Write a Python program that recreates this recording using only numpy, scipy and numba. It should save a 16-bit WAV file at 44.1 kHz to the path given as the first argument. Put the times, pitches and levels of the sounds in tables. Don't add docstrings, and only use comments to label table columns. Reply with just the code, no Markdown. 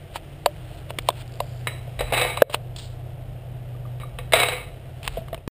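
import sys
import numpy as np
from scipy import signal
from scipy.fft import rfft, irfft
from scipy.io import wavfile
from scipy.ndimage import uniform_filter1d
from numba import njit

SR = 44100
rng = np.random.default_rng(int(sys.argv[2]) if len(sys.argv) > 2 else 0)


def wav_record(signal):
    frames = np.transpose(np.atleast_2d(signal))
    bounded = np.clip(frames, -1, 1)
    quanta = np.round(bounded * 32767).astype(np.int16)
    wavfile.write(sys.argv[1], SR, quanta)


N = 246519
T = np.arange(N) / SR

# (frequency [Hz], level [dB])
CASE_COLOUR = [(150, -22), (400, -5), (900, 2.5), (1600, -3), (3000, 4), (4700, -4), (6000, -8.5)]


def undb(db):
    return 10 ** (np.asarray(db) / 20)


def unit(x):
    return x / np.sqrt(np.mean(x ** 2))


def unit_hit(x):
    return x / np.sqrt(np.sum(x ** 2) / (.004 * SR))


def fade(t60, size):
    return np.exp(-np.log(1000) * T[:size] / t60)


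def ping(hz, t60, size):
    return fade(t60, size) * np.sin(2 * np.pi * hz * T[:size])


def tone(hz, db):
    phase = 2 * np.pi * np.cumsum(hz) / SR
    return np.sqrt(2) * undb(db) * np.sin(phase)


def add(out, s, x):
    i = int(s * SR)
    out[i:i + len(x)] += x[:N - i]


def after(s, ramp_s=0.082):
    return np.clip((T - s) / ramp_s + .5, 0, 1)


def swell(rows, range_db=25.5):
    gain = np.zeros(N)
    for peak_s, db, rise_s, fall_s in rows:
        distance = np.maximum((peak_s - T) / rise_s, (T - peak_s) / fall_s)
        gain += undb(db - range_db * np.minimum(distance, 10))
    return gain


def colour(x, points, tilt_db=0, size=2048):
    hz, db = np.transpose(points)
    point_octaves = np.log2(hz)
    octave = np.log2(np.maximum(np.arange(size // 2 + 1) * SR / size, 1))
    slope_db = tilt_db * (np.maximum(octave, point_octaves[0]) - point_octaves.mean())
    top_cut_db = -40 * np.clip(octave - point_octaves[-1], 0, 1)
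    gain = undb(np.interp(octave, point_octaves, db) + slope_db + top_cut_db)
    cepstrum = irfft(np.log(gain))
    cepstrum[1:size // 2] *= 2
    cepstrum[size // 2 + 1:] = 0
    response = irfft(np.exp(rfft(cepstrum))) * np.hanning(2 * size)[size:]
    return signal.fftconvolve(x, response)[:len(x)]


def drift(rate):
    hold = int(SR / rate)
    steps = np.repeat(rng.standard_normal(N // hold + 1), hold)
    return unit(uniform_filter1d(uniform_filter1d(steps, hold), hold)[:N])


def specks(rate, scatter_db):
    kicks = (rng.random(N) < rate / SR) * rng.choice([-1, 1], N)
    return unit(kicks * undb(scatter_db * rng.standard_normal(N)))


def room(x, echo_db, t60=0.42, build_s=0.0027, size=30000):
    tail = rng.standard_normal(size) * fade(t60, size) * (1 - np.exp(-T[:size] / build_s))
    tail /= np.sqrt(np.sum(tail ** 2))
    return x + undb(echo_db) * signal.fftconvolve(x, tail)[:N]


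def drones():
    # (pitch [Hz], level [dB])
    notes = [(43, -57.5), (92, -44), (142, -50), (361, -62), (689, -62.5)]
    lasting = sum(tone(hz + 2.282 * drift(6), db + 1.5 * drift(4.9)) for hz, db in notes)
    early = tone(hz=320 + 3 * drift(13.3), db=-53.5) * (after(0.163) - after(1.1))
    return lasting + early


def steam():
    # (time [s], level [dB])
    levels = [(0, -52), (1.95, -50), (2.7, -55.5), (5.3, -53)]
    # (frequency [Hz], level [dB])
    hiss_colour = [(300, 6.5), (700, -6), (1300, 3), (2200, 2.5), (3000, 5), (4500, -8), (6000, 1)]
    hiss = unit(colour(specks(rate=7000, scatter_db=4.5), hiss_colour))
    return hiss * undb(np.interp(T, *np.transpose(levels)) + 0.3 * drift(3.3))


def rumble(hum_db, level_db=-39, follow_share=0.095):
    # (frequency [Hz], level [dB])
    rumble_colour = [(20, -13), (45, 5), (70, -6.5), (105, -4.5), (145, 0.5), (180, -13), (230, -18.5),
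                     (320, -17), (460, -15), (690, -12.5), (1000, -29.5), (2800, -40), (6000, -46.5)]
    noise = unit(colour(rng.standard_normal(N), rumble_colour, size=16384))
    return noise * undb(level_db + follow_share * (hum_db - hum_db.mean()))


def worktop():
    # (peak time [s], level [dB], rise [s], fall [s])
    booms = [(2.06, -29, 0.21, 0.28), (4.15, -33, 0.25, 0.62), (5.09, -35.5, 0.23, 0.58)]
    # (frequency [Hz], level [dB])
    boom_colour = [(20, -24), (40, 6.5), (70, 1.5), (110, -16.5), (300, -27.5), (1000, -74.5)]
    return unit(colour(rng.standard_normal(N), boom_colour, size=16384)) * swell(booms)


def kitchen(hum_hz=121.2, rise_hz_per_s=.38, waver_db=1.8, hush_s=5.39, hush_db=-7):
    # (time [s], level [dB])
    hum_levels = [(0, -59), (.6, -42.5), (1.6, -35.5), (2.6, -37), (3.7, -34), (4.4, -37), (5.3, -41.5)]
    hum_db = np.interp(T, *np.transpose(hum_levels))
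    hum = tone(hum_hz + rise_hz_per_s * T, hum_db + waver_db * drift(10))
    background = hum + drones() + steam() + rumble(hum_db) + worktop()
    return background * undb(hush_db * after(hush_s))


def crackle(start_s=1.38, end_s=1.66, level_db=-55.5):
    # (time [s], level [dB])
    ticks = [(1.0216, -47), (1.2782, -47), (1.322, -47), (1.3393, -45), (1.356, -49)]
    tick = ping(hz=4750, t60=.004, size=512)
    out = unit(signal.fftconvolve(specks(rate=890, scatter_db=1.5), tick)[:N])
    out *= undb(level_db) * (after(start_s) - after(end_s))
    for s, db in ticks:
        add(out, s, undb(db) * unit_hit(tick))
    return out


def case_scrapes():
    # (peak time [s], level [dB], rise [s], fall [s])
    rubs = [(.165, -27.5, 0.031, 0.019), (.78, -47.5, 0.47, .1), (.905, -34, 0.016, 0.0076),
            (1.086, -40.5, 0.062, 0.011), (1.22, -39, 0.14, 0.0099), (2.5, -33, 0.0034, 0.045),
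            (2.544, -20.5, 0.029, 0.017), (5.045, -35.5, .018, 0.11), (5.18, -42.5, 0.12, 0.058)]
    # (peak time [s], level [dB], rise [s], fall [s])
    scuffs = [(2.763, -29.5, .002, 0.011), (2.792, -33, 0.027, 0.036), (2.83, -43.5, 0.065, 0.17)]
    # (frequency [Hz], level [dB])
    scuff_colour = [(500, 0), (1800, -4), (3400, 8.5), (4800, 7), (6000, 3)]
    rub = unit(colour(specks(rate=1700, scatter_db=2.5), CASE_COLOUR))
    scuff = unit(colour(specks(rate=8300, scatter_db=5.5), scuff_colour))
    return rub * swell(rubs) + scuff * swell(scuffs)


def case_clicks(t60=0.017, ring_db=-5, size=4096):
    # (time [s], level [dB], brightness [dB per octave], pitch [Hz])
    snaps = [(0.158, -23, -3.5, 1050), (0.4596, -13, -2, 4570), (0.9052, -28, -5, 2860),
             (0.9861, -18.5, -1.5, 2280), (1.0872, -14.5, 5, 3920), (1.103, -25, -5, 3540),
             (1.4026, -25, 4.5, 2840), (2.4205, -1, -5.5, 1655), (2.497, -24.5, -6, 1130),
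             (2.5446, -11.5, -1.5, 2620), (5.03, -35, 2.5, 2470), (5.0771, -17.5, -0.5, 1046),
             (5.2838, -36.5, -5, 1160), (5.33, -31, -8, 1120), (5.3447, -29, -5, 2260),
             (5.3774, -37, -8, 2560)]
    out = np.zeros(N)
    for s, db, tilt_db, hz in snaps:
        burst = rng.standard_normal(size) * fade(t60, size)
        crack = unit_hit(colour(burst, CASE_COLOUR, tilt_db))
        ring = unit_hit(ping(hz, t60, size))
        add(out, s, undb(db) * unit_hit(crack + undb(ring_db) * ring))
    return out


def case_knocks(thud_cycles=0.52, wall_rise_s=0.0015, resting_from_s=3, size=6000):
    # (time [s], strength [dB], thud pitch [Hz], gain of the wall's ring [dB])
    bumps = [(0.4602, -7.5, 755, -15.5), (0.904, -28.5, 617, -18), (1.0875, -8.5, 812, -25),
             (1.4035, -15.5, 780, -15.5), (1.877, -37.5, 590, -22), (2.012, -32.5, 636, 4),
             (2.122, -22.5, 610, -7), (2.219, -27.5, 597, -3), (2.374, -25, 950, -7), (2.42, 17, 545, -60),
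             (2.4965, -25.5, 623, -4), (2.545, -30, 600, -7), (4.335, -13.5, 720, 1.5),
             (5.171, -21.5, 525, -2.5), (5.183, -19, 199, -44), (5.214, -40, 616, 0),
             (5.328, -28.5, 567, 2)]
    # (frequency [Hz], gain [dB])
    hollow_colour = [(100, -8.5), (320, -13.5), (470, 1.5), (680, 3), (830, -8), (1000, 5.5), (1250, 1),
                     (1450, -31), (2000, -3)]
    held, resting = (592, 0.1), (655, 0.065)
    out, t = np.zeros(N), T[:size]
    for s, db, hz, ring_db in bumps:
        wall_hz, wall_t60 = held if s < resting_from_s else resting
        thud_shape = t ** 3 * np.exp(-np.sqrt(2) * hz * t / thud_cycles)
        thud = unit_hit(thud_shape * np.sin(2 * np.pi * hz * t))
        wall = 2 * (1 - np.exp(-t / wall_rise_s)) * ping(wall_hz, wall_t60, size)
        add(out, s, undb(db) * (thud + undb(ring_db) * wall))
    return colour(out, hollow_colour)


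def shield_ring(ring_t60, blur_t60, blur_db, tilt_db, size=12000):
    # (pitch [Hz], relative level [dB])
    notes = [(500.6, -39), (683.7, -42), (909.8, -47), (1195, -39.5), (1626, -50), (1857, -46), (2011, -43),
             (2155, -36.5), (2261, -38), (2406, -40), (2552, -44), (2589, -40), (2869, -45), (3149, -50),
             (3219, -50), (3747, -43), (3854, -40), (3946, -37.5)]
    # (frequency [Hz], relative level [dB])
    blur_colour = [(100, -32), (320, -5), (480, 1.5), (700, 7), (940, -2.5), (1170, 1), (1450, -4),
                   (1700, -2.5), (2150, -3.5), (2900, 0.5), (3400, -5.5), (3950, -3), (4250, -18.5),
                   (5000, -11.5)]
    hz, db = np.transpose(notes)[:, :, None]
    gains = undb(db + tilt_db * np.log2(hz) + 2 * rng.standard_normal(hz.shape))
    waves = np.sin(2 * np.pi * (hz * T[:size] + rng.random(hz.shape)))
    clear = (gains * waves).sum(0) * fade(ring_t60, size)
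    blur = colour(rng.standard_normal(size) * fade(blur_t60, size), blur_colour)
    return unit_hit(unit_hit(clear) + undb(blur_db) * unit_hit(blur))


def shield_taps(boost_db=3):
    # (time [s], level before the boost [dB], brightness [dB per octave])
    taps = [(1.671, -19, 3), (1.991, -26, 9), (2.007, -18, -8.5), (2.1238, -18, -12.5), (2.134, -18.5, -25),
            (2.214, -17.5, 1), (2.25, -20.5, -10), (2.3721, -23.5, 7), (3.999, -39, -9), (4.187, -28, -5),
            (4.3223, -20, 0.5), (4.3346, -9, 3.5), (4.355, -20, 15.5), (4.4008, -15, 9), (4.432, -13.5, -1),
            (4.486, -18, 3.5)]
    # (time [s], level [dB])
    touches = [(3.748, -47), (3.853, -39.5), (3.999, -44.5), (4.034, -30), (4.188, -36)]
    out = np.zeros(N)
    for s, db, tilt_db in taps:
        ring = shield_ring(ring_t60=0.087, blur_t60=0.035, blur_db=0, tilt_db=tilt_db)
        add(out, s, undb(db + boost_db) * ring)
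    for s, db in touches:
        add(out, s, undb(db) * unit_hit(ping(hz=1190, t60=0.068, size=8000)))
    return out


def shield_chatter(rim_spots=4, settle_db=20.5):
    # (start [s], time to sink by settle_db [s], starting level [dB])
    spells = [(1.989, 0.064, -26), (2.067, 0.26, -37.5), (2.121, 0.25, -19.5), (2.389, 0.031, -35),
              (4.0, 0.051, -41.5), (4.328, 0.28, -18.5)]
    force, out = np.zeros(N), np.zeros(N)
    for s, length, db in spells:
        progress = np.clip((T - s) / length, 0, 2)
        force += (T >= s) * undb(db - settle_db * progress ** 2)
    for _ in range(rim_spots):
        ring = shield_ring(ring_t60=.17, blur_t60=0.051, blur_db=-0.5, tilt_db=-0.9)
        ring /= np.sqrt(rim_spots * np.sum(ring ** 2))
        bounces = force * specks(rate=80, scatter_db=1.5)
        out += signal.fftconvolve(bounces, ring)[:N]
    return out


def scene():
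    shield = room(shield_taps() + shield_chatter(), echo_db=-8.5)
    case = room(case_knocks() + case_clicks(), echo_db=-36.5)
    mono = shield + case + case_scrapes() + crackle() + kitchen()
    return np.array([mono, mono])


@njit
def follow(x, attack_s, release_s):
    out, level = np.empty(len(x)), 0.
    for i in range(len(x)):
        lag_s = attack_s if x[i] > level else release_s
        level += (x[i] - level) / (lag_s * SR)
        out[i] = level
    return out


def slow_sampling(x, top_hz=15300):
    slow = signal.resample_poly(x, 40, 147)
    steps = np.repeat(slow, 4)
    glassy = signal.resample_poly(steps, 147, 160)[:N]
    treble_cut = signal.ellip(12, .1, 70, top_hz, fs=SR, output="sos")
    return signal.sosfilt(treble_cut, glassy)


def record(dry, threshold_db=-8, clip_level=.84, stop_s=5.4772, pop_db=-16, pop_s=0.0014):
    # (frequency [Hz], gain [dB])
    microphone = [(4000, -1.5), (4300, -2.5), (5100, -5), (5600, -9.5), (6000, -14), (6500, -43)]
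    x = colour(dry[0], microphone)
    level = follow(np.abs(x), attack_s=0.0031, release_s=0.052)
    x = x / np.maximum(1, level / undb(threshold_db))
    x = np.clip(x, -clip_level, clip_level)
    pop_then_silence = -undb(pop_db) * (T < stop_s + pop_s)
    x = np.where(T < stop_s, x, pop_then_silence)
    x = slow_sampling(x)
    return np.array([x, x])


dry = scene()
out = record(dry)
wav_record(out)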